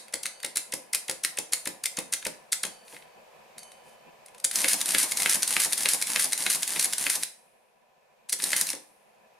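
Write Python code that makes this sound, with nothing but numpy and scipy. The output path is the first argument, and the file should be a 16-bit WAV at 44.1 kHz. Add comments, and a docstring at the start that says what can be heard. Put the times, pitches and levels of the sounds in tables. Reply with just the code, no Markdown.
"""The clack of a key already down is dying away in a quiet room; it snaps back and eight more follow.
An open motor-driven calculating machine on a desk: a finger fumbles at a lever, then the motor makes
nine turns of racks, pawls and cams, rests, and makes one more.
Blows are noise bursts through small-parts, frame and desk filters; the motor is coloured clicks and
noise; a bar rings in sines. Reflections, a room tail, hiss and a bass-shy microphone complete it."""
import sys
import numpy as np
from scipy import signal
from scipy.io import wavfile
from scipy.ndimage import uniform_filter1d

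SR = 44100
rng = np.random.default_rng(int(sys.argv[2]) if len(sys.argv) > 2 else 0)


def master(y):
    """Save y as 16-bit WAV."""
    cut = np.clip(np.atleast_2d(y).T, -1, 1)
    pcm = np.round(cut * 32767)  # scale
    wavfile.write(sys.argv[1], SR, pcm.astype(np.int16))


N = 414099
LEAD = SR // 10  # samples computed before the start


def amp(db):
    """Decibels to gain."""
    return 10 ** (np.asarray(db) / 20)


def evened(x):
    """Scales to rms 1."""
    return x / np.sqrt(np.mean(x ** 2) + 1e-20)


def curve(rows, order=1):
    """Interpolates one column of a time table at every sample."""
    rows = np.array(rows)
    t_s = (np.arange(N + LEAD) - LEAD) / SR
    return np.interp(t_s, rows[:, 0], rows[:, order])


def read(points, hz):
    """Interpolates a spectrum over log frequency."""
    f, value = np.transpose(points)
    return np.interp(np.log(hz + 1), np.log(f), value)


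def colour(x, points):
    """Causal minimum-phase filter with the given spectrum; white noise keeps its power."""
    log_gain = read(points, np.abs(np.fft.fftfreq(4096, 1 / SR))) * np.log(10) / 20
    spectrum = np.exp(np.conj(signal.hilbert(log_gain)))
    taps = np.fft.ifft(spectrum).real[:2048]
    return signal.oaconvolve(x, taps / np.linalg.norm(taps))[:len(x)]


def ring(x, modes):
    """Passes x through decaying modes (wider = faster decay); white noise keeps its power."""
    t = np.arange(4096) / SR
    taps = np.zeros(4096)
    for hz, width_hz, db in modes:
        decay = np.exp(-np.pi * width_hz * t)
        taps += amp(db) * np.sqrt(width_hz) * decay * np.sin(2 * np.pi * hz * t)
    return signal.oaconvolve(x, taps / np.linalg.norm(taps))[:len(x)]


# hiss colour: (f/Hz, relative level/dB per Hz)
HISS_COLOUR = [(15, -59), (25, -43), (236, -24), (410, -13), (531, -2), (1400, -17.5), (2480, -19),
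               (3620, -24), (14400, -33), (16000, -51)]
# humming bands: (f/Hz, width/Hz, relative level/dB)
HUM_BANDS = [(165, 20, -21), (235, 30, -8.5), (538, 60, -1.5), (781, 92, -5), (1002, 60, -4.5),
             (1750, 44, -12), (2520, 260, -8)]
# room tone: (t/s, level/dB)
ROOM_TONE_DB = [(0, -55), (2.5, -55.5), (3.5, -53), (4.3, -54.5), (7.3, -62), (7.8, -65), (8.3, -62),
                (8.9, -62), (9.39, -59)]


def room_tone(same=0.39, flutter_db=2.5):
    """Distant hiss with fluttering humming bands; it sinks during the nine turns and later creeps up."""
    shared, left, right, slow = rng.standard_normal((4, N + LEAD))
    flutter = amp(flutter_db * evened(uniform_filter1d(slow, size=1200)))
    sides = []
    for own in (left, right):
        noise = same * shared + np.sqrt(1 - min(same, 1) ** 2) * own
        hum = .6 * flutter * ring(noise, HUM_BANDS)
        sides.append(evened(colour(noise, HISS_COLOUR) + hum))
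    return np.array(sides) * amp(curve(ROOM_TONE_DB))


# decay of casing and room: (f/Hz, t60/s)
ROOM_T60 = [(150, .38), (400, .4), (1040, .36), (2760, 0.3), (7280, 0.31), (14000, 0.24)]
# faint long after-ring: (f/Hz, relative level/dB)
AFTER_RING = [(150, -30.5), (3000, -33), (7000, -38), (9500, -28), (14000, -27.5)]


def tail(same=.12, after_t60_s=1.3):
    """Sparse taps of random sign, each band dying at its own speed, partly shared by both sides."""
    taps = np.zeros((2, SR * 3 // 4))
    at = np.arange(130, taps.shape[1] - 20, 16)
    at = at + rng.integers(0, 16, (2, len(at)))
    np.put_along_axis(taps, at, rng.choice([-1., 1.], at.shape), axis=1)
    hz, t, z = signal.stft(taps + same * taps.sum(0), SR, nperseg=256)
    early = amp(-60 * t / read(ROOM_T60, hz)[:, None])
    late = amp(read(AFTER_RING, hz)[:, None] - 60 * t / after_t60_s)
    out = signal.istft(z * (early + late), SR, nperseg=256)[1]
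    return out / np.linalg.norm(out[0])


def room(x, count=4, swaps_per_s=9):
    """Four tails take turns, nine swaps a second, crossfaded at equal power, so successive blows meet different
    tails."""
    turn = np.arange(len(x)) / SR * swaps_per_s
    wet = 0
    for k in range(count):
        distance = (turn - k + count / 2) % count - count / 2
        window = np.maximum(np.cos(np.pi * distance.clip(-1, 1) / 2), 0)
        wet = wet + signal.fftconvolve((window * x)[None], tail(), axes=1)[:, :len(x)]
    return wet


# free steel bar set ringing: (t/s, level/dB, extra level/dB per kHz)
BAR_STRIKES = [(.26, -53, 1), (2.652, -45.5, -1.5), (3.581, -52.5, 0.), (3.632, -52.5, 0)]
# its modes: (f/Hz, relative level/dB, t60/s)
BAR_MODES = [(3035, -14, 2.0), (4525, -11, 1.6), (4570, -6, 1.5), (6342, -2, .5), (8317, -6, .5),
             (10600, -6, .6)]


def bar():
    """Long thin partials of a free steel bar, as decaying sines; the tilt sets each blow's brightness."""
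    out, t = np.zeros(N + LEAD + SR), np.arange(SR) / SR
    phases = rng.random((len(BAR_STRIKES), len(BAR_MODES)))
    for (s, db, tilt_db), turn in zip(BAR_STRIKES, phases):
        at = LEAD + round(s * SR)
        for (hz, mode_db, t60), phase in zip(BAR_MODES, turn):
            decay = amp(db + mode_db + tilt_db * hz / 1000 - 60 * t / t60)
            out[at:at + SR] += decay * np.sin(2 * np.pi * (hz * t + phase))
    return out[:N + LEAD]


# shaft turns: t/s and relative level/dB in pairs for latch, clank, release, rack stop, trip;
# then pawl tick lift/dB, rack tick lift/dB
SHAFT_TURNS = [(4.5563, -17, 4.6434, -20, 4.6819, -18, 4.732, -16, 4.813, -19, 2.5, -1),
               (4.8575, -25, 4.9475, -18, 4.982, -18.5, 5.0305, -19, 5.119, -20, 1.5, -3),
               (5.1712, -20, 5.2593, -21.5, 5.294, -18, 5.3441, -18.5, 5.4298, -16.5, 3, 2),
               (5.4766, -21.5, 5.5659, -21.5, 5.5994, -19, 5.6475, -19.5, 5.7308, -19, 1.5, 2),
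               (5.777, -22, 5.8573, -20, 5.8866, -18.5, 5.9343, -18, 6.023, -18.5, .4, -2),
               (6.0694, -26.5, 6.1597, -21, 6.1937, -20.5, 6.2427, -18.5, 6.3304, -18.6, -1.5, .4),
               (6.3764, -25.6, 6.464, -21.5, 6.4988, -21, 6.547, -21, 6.6302, -19.5, -3, .4),
               (6.6761, -23.5, 6.7612, -28, 6.794, -19, 6.8437, -18, 6.933, -20, -3.5, -2),
               (6.9814, -23, 7.066, -25, 7.098, -18.5, 7.154, -21.5, 7.2327, -21, -2, -3),
               (8.4386, -18.5, 8.5314, -22, 8.563, -19, 8.6116, -14.5, 8.6889, -26, -5, -7)]
# places of those five blows: (share of a turn)
BLOW_SHARES = [-.29, 0, .115, .28, .56]


def shaft():
    """Times/s and shaft angles/turns of the cam blows."""
    times_s = np.array(SHAFT_TURNS)[:, :10:2].ravel()
    turns = (np.arange(len(SHAFT_TURNS))[:, None] + BLOW_SHARES).ravel()
    return times_s, turns


# one shaft turn: (share of the turn, gear rattle/dB, desk drone/dB), before load
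TURN_LEVELS = [(0, -34, -42), (.1, -35, -51.5), (.13, -25, -53), (.25, -31, -53), (.31, -28, -43),
               (.38, -45, -46), (.5, -38, -55), (.56, -37.5, -50), (.67, -45, -54), (.73, -33, -52),
               (.82, -32.5, -45), (.95, -35, -49.5), (1, -30, -42.5)]
# finger sliding along the casing: (t/s, level/dB)
FINGER_SLIDE = [(2.8, -120), (2.85, -62), (2.94, -48.5), (2.97, -56), (3.04, -66), (3.08, -120),
                (3.8, -120), (3.84, -68), (3.89, -62), (3.95, -68), (4.0, -120)]
# colours: (f/Hz, relative level/dB per Hz)
RATTLE_COLOUR = [(590, -43), (1000, -17), (1730, -3), (2990, -6.5), (7960, -2.5), (9820, 4), (14600, -13),
                 (15600, -31.5), (16200, -68)]
DRONE_COLOUR = [(35, -44), (60, -14), (221, -2), (398, -7.5), (934, -1), (1200, -7), (1560, -35.5),
                (2640, -120)]
# motor at full level: (start t/s, stop t/s)
MOTOR_RUNS = [(4.53, 7.235), (8.39, 8.72)]
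RAMP_S, LOAD_DB, EASE_DB_PER_TURN = .03, 2.1, .4  # ramps lie just outside each run


def motor(clicks_per_s=6000, spread_db=1.5):
    """Gear teeth chatter as dense uneven clicks and the desk drones; a finger slide shares the clicks."""
    n = N + LEAD
    uneven = amp(spread_db * np.minimum(rng.exponential(1, n), 4))
    teeth = rng.standard_normal(n) * uneven * (rng.random(n) < clicks_per_s / SR)
    share, rattle_db, drone_db = np.transpose(TURN_LEVELS)
    t = (np.arange(n) - LEAD) / SR
    turns = curve(np.transpose(shaft()))
    gates = [np.clip(np.minimum(t - start, stop - t) / RAMP_S, -1, 0) for start, stop in MOTOR_RUNS]
    gate_db = 120 * np.max(gates, axis=0)  # 0 dB in a run, -120 dB outside
    load_db = LOAD_DB - EASE_DB_PER_TURN * turns + gate_db
    rattle = amp(np.interp(turns % 1, share, rattle_db) + load_db) + amp(curve(FINGER_SLIDE))
    drone = amp(np.interp(turns % 1, share, drone_db) + load_db)
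    clatter = rattle * evened(colour(teeth, RATTLE_COLOUR))
    return clatter + drone * evened(colour(rng.standard_normal(n), DRONE_COLOUR))


# lever, clutch and stray contacts: (t/s, small parts relative level/dB, frame relative level/dB, length/ms)
STRAY_CONTACTS = [(.0824, -45, -44, 2.1), (.4013, -44, -44.6, 3.0), (2.2257, -44.6, -34.6, 3.2),
                  (2.88, -49, -46, 3.8), (2.925, -60, -47, 5), (2.945, -60, -45, 5),
                  (2.9643, -62, -40.5, 4.6), (3.0226, -66, -48, 5.5), (3.5811, -37.6, -43, 3.1),
                  (3.5908, -41, -47, 2.3), (3.6315, -40.6, -48, 2.7), (3.717, -47.5, -52, 4.8),
                  (4.2605, -44.5, -53, 3.9), (4.2833, -49.5, -48, 3.3), (4.346, -50.6, -49, 4.6),
                  (4.3803, -49, -56.5, 5.8), (4.4, -40, -49, 2.9), (4.4435, -18, -31, 2.5),
                  (4.4477, -16, -26, 3.1), (4.5121, -26.6, -28.5, 3.6), (8.289, -40, -50, 3),
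                  (8.2944, -27.5, -38, 3.4), (8.3003, -28, -42, 2.1), (8.3235, -24, -35.5, 3.5),
                  (8.3278, -17, -27, 2.5), (8.3312, -23, -33.5, 2.6), (8.3368, -25.5, -36.5, 2.3),
                  (8.4, -37.5, -29.5, 2.9), (8.4217, -25.6, -38.5, 3.5), (8.4304, -25, -34, 2.1),
                  (8.5048, -26, -33.5, 3.2), (8.5174, -24, -32, 2.9), (8.6683, -24.5, -34, 3),
                  (8.7018, -20.5, -33, 2.3), (8.7296, -33, -34, 5.5), (8.7506, -34.6, -40, 2.6)]
# machine rocks on its feet: (t/s, thud relative level/dB)
FOOT_BUMPS = [(2.93, -49), (4.447, -48), (8.327, -46), (8.43, -46), (8.734, -41.5)]


def stray():
    """Lever, clutch and loose parts touch; the machine rocks on its feet."""
    return STRAY_CONTACTS, FOOT_BUMPS


# keys down: (touch t/s, touch relative level/dB, stop t/s, then relative levels/dB:
# small parts, frame, rebound, desk thud)
KEY_PRESSES = [(-.075, -30, -.06, -20, -27, -28, -50), (.232, -29, .2562, -26, -23.5, -26, -54),
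               (.5575, -24.5, .5701, -17.5, -25.5, -25.6, -50.5),
               (.9317, -21, .9472, -17.5, -21, -24, -48.5), (1.2357, -24, 1.2476, -17, -19, -30, -52),
               (1.523, -25, 1.533, -15, -22, -29.5, -48), (1.8375, -24, 1.8567, -17.5, -26, -28, -52),
               (2.1248, -22.5, 2.1355, -18, -22, -30, -52), (2.5217, -20, 2.5288, -17, -20.5, -30, -54)]
# keys springing back: same columns, unlatch in place of touch
KEY_RETURNS = [(.125, -42, .1384, -21.6, -27, -32, -39.5), (.4303, -30.6, .4466, -24, -24, -32.5, -41),
               (.722, -28.5, .7374, -22.5, -27.5, -38, -38), (1.0814, -30, 1.0962, -22.5, -26, -26, -39),
               (1.3716, -30, 1.3859, -21, -27.5, -38, -37.5), (1.6555, -28, 1.6732, -23.5, -27, -38, -38.5),
               (1.97, -26, 1.987, -24, -27.5, -36, -36.5), (2.2504, -26, 2.2664, -22.5, -26.5, -38, -35),
               (2.6331, -21, 2.651, -27, -32, -33.6, -39.5)]
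# stroke shapes: (contact/ms, frame knock delay/ms, relative knock level/dB, stop/ms, rebound delay/ms)
PRESS_SHAPE = (4.2, 2.5, -8, 3.0, 7.5)
RETURN_SHAPE = (3.0, 3.5, -1.5, 3.6, 15.5)


def stroke(rows, shape):
    """A key touches or unlatches, knocks the frame, hits its stop, rebounds, and thuds the desk."""
    first_ms, knock_ms, knock_db, stop_ms, rebound_ms = shape
    blows = []
    for first, first_db, s, parts_db, frame_db, rebound_db, _ in rows:
        blows += [(first, first_db, -120, first_ms),
                  (first + knock_ms / 1000, -120, first_db + knock_db, first_ms),
                  (s, parts_db, frame_db, stop_ms),
                  (s + rebound_ms / 1000, rebound_db, rebound_db - 7, 2.5)]
    thuds = [(row[2] - .004, row[-1]) for row in rows]
    return blows, thuds


# the five cam blows: (frame over small parts/dB, length/ms)
CAM_BLOWS = [(-10, 4.0), (5.5, 2.6), (-9, 5.2), (-13, 3.2), (-6, 3.8)]
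# pawl and rack ticks: (share of the turn, small parts/dB, frame/dB, length/ms), levels before lift and scatter
TURN_TICKS = [(-.19, -25.5, -33, 4), (-.133, -25, -33, 3.8), (-.087, -25, -32, 2.6), (.037, -34, -32, 2.4),
              (.174, -25.5, -35, 3), (.212, -25.5, -35, 3), (.234, -24.5, -36, 3), (.315, -24, -33, 3),
              (.536, -24.5, -33, 2.9)]
TICK_SCATTER_DB, TICK_SCATTER_MS, CLANK_THUD_DB = 1.5, 1.1, -41.5  # thud before load


def cycle():
    """Five cam blows a turn, with lighter, looser pawl and rack ticks between; the clank thuds the desk."""
    count, table = len(SHAFT_TURNS), np.array(SHAFT_TURNS)
    s, turns = shaft()
    over_db, ms = np.tile(CAM_BLOWS, (count, 1)).T
    db = table[:, 1:10:2].ravel()
    share, parts_db, frame_db, tick_ms = np.tile(TURN_TICKS, (count, 1)).T
    turn = np.repeat(np.arange(count), len(TURN_TICKS))
    late, loud = rng.standard_normal((len(turn), 2)).T
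    lift_column = np.where(share < 0, -2, -1)  # pawl, rack
    lift_db = table[turn, lift_column] + TICK_SCATTER_DB * loud
    tick_s = np.interp(turn + share, turns, s) + late * TICK_SCATTER_MS / 1000
    ticks = zip(tick_s, parts_db + lift_db, frame_db + lift_db, tick_ms)
    clank_db = CLANK_THUD_DB + LOAD_DB
    thuds = [(row[2], clank_db - EASE_DB_PER_TURN * k) for k, row in enumerate(SHAFT_TURNS)]
    return list(zip(s, db, db + over_db, ms)) + list(ticks), thuds


def bursts(times, levels_db, lengths_ms, rise=0.38, fall=0.63, scrape=0.24, scrape_ms=2.5,
           chatter=.3, chatter_ms=7.7):
    """Each blow is a flurry of tiny contacts: the part scrapes in, strikes, then chatters to rest."""
    size, lead_in = 3000, 400  # samples
    out = np.zeros(N + LEAD + size)
    ms_axis = (np.arange(size) - lead_in) * 1000 / SR
    before, after = np.minimum(ms_axis, 0), np.maximum(ms_axis, 0)
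    scrape_in = scrape * np.exp(-(before / scrape_ms) ** 2)
    skirt = np.where(ms_axis < 0, scrape_in, chatter * np.exp(-after / chatter_ms))
    noise = rng.standard_normal((len(times), size))
    for s, db, ms, contacts in zip(times, levels_db, lengths_ms, noise):
        u = after / max(ms, 1)
        attack = np.sin(np.pi / 2 * np.minimum(u / rise, 1)) ** 2
        shape = np.maximum(skirt, attack * np.exp(-np.maximum(u - rise, 0) / fall))
        flurry = shape * contacts
        at = LEAD + round(s * SR) - lead_in
        # equal energy whatever the draw
        out[at:at + size] += amp(db) * flurry * np.linalg.norm(shape) / np.linalg.norm(flurry)
    return out[:N + LEAD]


# small steel parts: (f/Hz, relative level/dB per Hz)
SMALL_PARTS = [(2350, -34.5), (4000, -7.5), (4880, -7.5), (7980, -6), (8810, -1.5), (10400, -3),
               (14600, -24.5), (15600, -24.5), (16200, -45)]
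# thin plates radiate little bass: (f/Hz, relative level/dB)
PLATE_COLOUR = [(700, -14), (1200, -6), (1700, 0.5)]
# frame plates, then desk top: (f/Hz, width/Hz, relative level/dB)
FRAME_MODES = [(1400, 200, -17), (1710, 220, -1), (2135, 200, 7.5), (2565, 520, 10.5), (3200, 530, 6.5),
               (3674, 350, 5), (4400, 680, -8)]
DESK_MODES = [(210, 60, -22), (340, 90, -6), (535, 90, 1), (836, 190, -3)]
# the deepest thud is held back: (f/Hz, relative level/dB)
THUD_BASS_CUT = [(60, -6), (300, 0)]


def strikes():
    """Blows shake the small parts and ring the frame; keys, foot bumps and cam clanks thud the desk."""
    presses, returns = stroke(KEY_PRESSES, PRESS_SHAPE), stroke(KEY_RETURNS, RETURN_SHAPE)
    blows, thuds = zip(presses, returns, stray(), cycle())
    s, parts_db, frame_db, ms = np.concatenate(blows).T
    parts = amp(1.7) * colour(bursts(s, parts_db, ms, fall=.75, chatter=.3), SMALL_PARTS)
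    plates = colour(bursts(s, frame_db, ms, fall=.4), PLATE_COLOUR)
    frame = amp(2.0) * ring(plates, FRAME_MODES)
    s, thud_db = np.concatenate(thuds).T
    push = bursts(s, thud_db, np.full(len(s), 7.0), scrape=0, chatter=.5, chatter_ms=30.0)
    desk = amp(4.5) * ring(colour(push, THUD_BASS_CUT), DESK_MODES)
    return parts + frame + desk


def scene():
    """Machine slightly left, bright glancing desk reflection, bass through the desk, room and room tone."""
    machine = strikes() + motor() + bar()
    glance = np.diff(np.roll(machine, 37), prepend=0)  # 0.8 ms late, treble-heavy
    through = signal.lfilter(*signal.butter(2, 450, fs=SR), np.roll(machine, 330))  # 7.5 ms late
    side = amp(-14.0) * glance + amp(-5.5) * through
    near = machine * amp([[.4], [-.4]]) + np.array([side, -side])  # opposite signs left and right
    return (near + amp(-6.0) * room(machine) + room_tone())[:, LEAD:]


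# microphone: (f/Hz, relative level/dB)
MICROPHONE_COLOUR = [(100, -10), (165, 0)]
EDGE_HZ = 16000


def record(dry):
    """The small microphone drops the bass; then a low-pass limits the band."""
    thin = np.array([colour(side, MICROPHONE_COLOUR) for side in dry])
    low_pass = signal.firwin(511, EDGE_HZ, window=("kaiser", 9), fs=SR)
    return signal.oaconvolve(thin, low_pass[None], "same")


dry = scene()
out = record(dry)
master(out)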